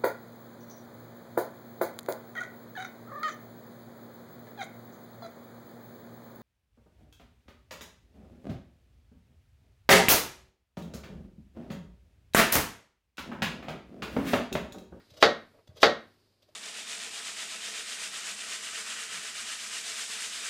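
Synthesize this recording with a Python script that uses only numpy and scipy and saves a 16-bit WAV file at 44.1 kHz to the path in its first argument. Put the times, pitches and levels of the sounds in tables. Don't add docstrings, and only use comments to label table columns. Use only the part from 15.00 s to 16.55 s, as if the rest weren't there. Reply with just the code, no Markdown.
import sys
import numpy as np
from scipy import signal
from scipy.fft import rfft, irfft
from scipy.io import wavfile

SR = 44100
rng = np.random.default_rng(int(sys.argv[2]) if len(sys.argv) > 2 else 0)


def master_out(mix):
    frames = np.transpose(np.atleast_2d(mix))
    ceiling = np.clip(frames, -1, 1)
    pcm = np.round(ceiling * 32767).astype(np.int16)
    wavfile.write(sys.argv[1], SR, pcm)


N = 68355
T = np.arange(N) / SR

# start in seconds, level in dB.
CHOPS = [(-0.29, 8.5), (0.2258, 0.5), (0.8303, 0.34)]
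# pitch in Hz, level in dB, t60 in seconds.
BOARD_MODES = [(277, -24.5, 0.099), (410, -16, .08), (527, -19, .07), (640.6, -7, 0.034),
               (751, -15.5, 0.033), (823, -16, 0.13), (1095, -17, .1), (1321.4, -15.5, 0.1),
               (1413, -17, 0.075), (1675, -20.5, 0.077), (2007, -17, .08), (2203, -23.5, 0.058),
               (2457, -17, 0.054), (4800, -24, .05)]
# pitch in Hz, level in dB, t60 in seconds.
BLADE_MODES = [(3070, 0.5, 0.16), (3175, 1, .14), (3520, -2, 0.23), (3814, 3.5, 0.3), (3920, 3, .16),
               (4460, -3, .27), (4430, 5.5, 0.12), (4680, 3.5, 0.064), (6230, -4.5, .09)]
# pitch in Hz, level in dB, t60 in seconds.
WORKTOP_MODES = [(342.7, -24.5, 0.23), (455.3, -7.5, 0.16), (533, -15.5, .23), (585.5, -13.5, 0.24),
                 (686, -19.5, 0.22), (726, -23, .21), (783, -24.5, 0.073), (1133, -24, 0.24),
                 (1319, -22.5, .23), (1487, -26.5, .22), (1753, -28.5, .2), (1880, -19.5, .28),
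                 (2170, -33, 0.36)]
# frequency in Hz, spectral level in dB.
TICK = [(500, -5.5), (2800, 3), (5000, -4.5), (6500, -6), (8000, -26), (15000, -31)]
# frequency in Hz, spectral level in dB.
CRACK = [(60, -12.5), (250, -7.5), (700, -0.5), (1800, -2.5), (2800, -9.5), (3900, 0.5), (4800, -5),
         (6200, -18), (8000, -32), (15000, -45)]

# start and end in seconds, final level in dB.
SLICES = [(0.202, 0.224, -34.5), (0.803, 0.833, -35.5)]
# peak time in seconds, crunch in dB, width in seconds, board in dB.
NICKS = [(0.105, -60, .008, -62), (0.14, -63, .012, -61), (0.173, -54.5, .012, -51),
         (0.546, -97, .02, -61.5), (0.588, -106, .012, -57.5), (0.6755, -59, .004, -59.5),
         (0.701, -84.5, .02, -63), (0.77, -56, 0.017, -53.5), (0.8201, -37, .005, -54),
         (1.425, -64, .008, -74.5), (1.487, -72.5, .008, -64)]
# frequency in Hz, spectral level in dB.
CRUNCH = [(300, -14.5), (1200, -11.5), (2300, -10), (3200, 4), (4500, 1), (6500, -5), (9000, -16.5),
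          (15000, -13.5)]
# frequency in Hz, spectral level in dB.
BOARD_MURMUR = [(100, -13), (330, -6), (620, 3), (850, -11), (1400, -16.5), (2500, -24.5), (8000, -52)]

# start in seconds, level in dB.
BUMPS = [(0.112, -45.5), (0.18, -52.5), (0.686, -40), (0.742, -48.5), (0.778, -56.5), (1.492, -65)]
# pitch in Hz, level in dB, t60 in seconds.
BUMP_MODES = [(86, 0, 0.12), (125, 0.5, .08), (190, -5, .07)]

# delay in seconds, level in dB.
REFLECTIONS = [(.0102, -5), (.0185, -8), (.027, -12.5), (.0345, -12)]
# pitch in Hz, level in dB, t60 in seconds.
ROOM_MODES = [(146, -26.5, 0.18), (222.1, -23, .32), (238, -25, .32)]
# frequency in Hz, spectral level in dB.
ROOM_COLOUR = [(40, -23), (130, -10.5), (300, -4), (550, 3.5), (800, 0), (930, -8), (1100, -3), (2000, -6),
               (2600, -15.5), (3900, -9.5), (5000, -17), (6500, -24.5), (9000, -37), (15000, -45.5)]
# frequency in Hz, t60 in seconds.
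ROOM_T60 = [(80, 0.44), (210, .39), (560, 0.3), (1500, 0.34), (3900, 0.32), (10000, 0.22)]

# frequency in Hz, spectral level in dB.
ROOM_TONE = [(30, -11.5), (95, -3.5), (160, -8.5), (380, -3.5), (800, -16), (1700, -19), (3500, -23),
             (4900, -21.5), (6200, -29), (15000, -31)]
# time in seconds, level in dB.
ROOM_TONE_LEVEL = [(0, -68.5), (.55, -68), (.65, -73), (1.1, -67.5), (1.25, -72), (1.4, -75.5),
                   (1.55, -69.5)]
# frequency in Hz, spectral level in dB.
HISS = [(1500, -23.5), (3000, -10), (4900, -1), (5600, -13.5), (15000, -27)]
# time in seconds, level in dB.
HISS_LEVEL = [(0, -72), (.15, -70), (.55, -83), (1.0, -79), (1.25, -76.5), (1.4, -80.5), (1.55, -81.5)]


def chops():
    tick = from_db(-15) * noise(TICK) * dying(t60=.01)
    crack = from_db(-11.5) * noise(CRACK) * dying(t60=.045)
    blade = from_db(-33) * ring(BLADE_MODES)
    knock = (ring(BOARD_MODES) + blade + crack) * rising(seconds=.0008)
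    worktop = ring(WORKTOP_MODES) * rising(seconds=.033)
    standing_waves = ring(ROOM_MODES) * rising(seconds=.11)
    room = play(crack, REFLECTIONS) + standing_waves + from_db(-16.5) * room_tail()
    return play(tick + knock + worktop + room, CHOPS)


def carrot(fibres_per_s=9000, spread_db=3, slice_rise_db=22):
    edge, board = np.zeros(N), np.zeros(N)
    for start, end, db in SLICES:
        ramp = np.minimum((T - end) / (end - start), 0)
        push = from_db(db + slice_rise_db * ramp) * (T > start) * (T < end)
        edge += push
        board += push * from_db(-7.5)
    for peak, crunch_db, width, board_db in NICKS:
        age = (T - peak) / width
        touch = np.exp(np.minimum(age, 0) / .4 - np.maximum(age, 0) ** 2 / 2)
        edge += from_db(crunch_db) * touch
        board += from_db(board_db) * touch
    snaps = (rng.random(N) < fibres_per_s / SR) * rng.choice([-1, 1], N)
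    snaps = snaps * from_db(spread_db * np.minimum(rng.exponential(1, N), 4))
    crunch = edge * coloured(snaps, CRUNCH) + board * coloured(snaps, BOARD_MURMUR)
    gripped_steel = ring(BLADE_MODES) * dying(t60=.09)
    blade = from_db(-3) * through(edge * snaps, gripped_steel)
    walls = from_db(-5) * through(crunch, rng.standard_normal(N) * dying(t60=.16))
    return crunch + blade + walls


def bumps():
    return play(ring(BUMP_MODES) * rising(seconds=.013), BUMPS)


def room_tail(band_count=20):
    hz = np.fft.rfftfreq(N, 1 / SR)
    spectrum = rfft(noise(ROOM_COLOUR))
    edges = np.geomspace(25, 18000, band_count + 1)
    tail = np.zeros(N)
    for lo, hi in zip(edges, edges[1:]):
        band = irfft(spectrum * ((hz >= lo) & (hz < hi)), N)
        tail += band * dying(at_hz(ROOM_T60, np.sqrt(lo * hi)))
    return tail * rising(seconds=.0085)


def background(hum_hz=100, hum_db=-2.5):
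    hiss = fader(HISS_LEVEL) * noise(HISS)
    hum = from_db(hum_db) * np.sin(2 * np.pi * hum_hz * T)
    return fader(ROOM_TONE_LEVEL) * (noise(ROOM_TONE) + hum) + hiss


def from_db(db):
    return 10 ** (np.asarray(db) / 20)


def fader(points):
    return from_db(np.interp(T, *np.transpose(points)))


def at_hz(points, hz):
    f, value = np.transpose(points)
    return np.interp(np.log(np.maximum(hz, 1)), np.log(f), value)


def dying(t60):
    return np.exp(-np.log(1000) * T / t60)


def rising(seconds):
    return 1 - np.exp(-T / seconds)


def coloured(x, spectrum):
    gain = from_db(at_hz(spectrum, np.fft.rfftfreq(N, 1 / SR)))
    shaped = irfft(rfft(x) * gain, N)
    return shaped / np.sqrt(np.mean(shaped ** 2) + 1e-20)


def noise(spectrum):
    return coloured(rng.standard_normal(N), spectrum)


def ring(modes):
    return sum((-1) ** k * from_db(db) * dying(t60) * np.sin(2 * np.pi * hz * T)
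               for k, (hz, db, t60) in enumerate(modes))


def play(sound, events):
    samples = np.arange(N)
    return sum(from_db(db) * np.interp(samples - round(start * SR), samples, sound, left=0, right=0)
               for start, db in events)


def through(x, response):
    return signal.fftconvolve(x, response / np.linalg.norm(response))[:N]


def scene():
    return (chops() + carrot() + bumps() + background())[None]


def record(dry, ceiling=.7, cutoff_hz=15100):
    rounded = dry / (1 + (dry / ceiling) ** 6) ** (1 / 6)
    lowpass = signal.ellip(10, .1, 80, cutoff_hz, fs=SR, output="sos")
    return signal.sosfilt(lowpass, rounded)


dry = scene()
out = record(dry)
master_out(out)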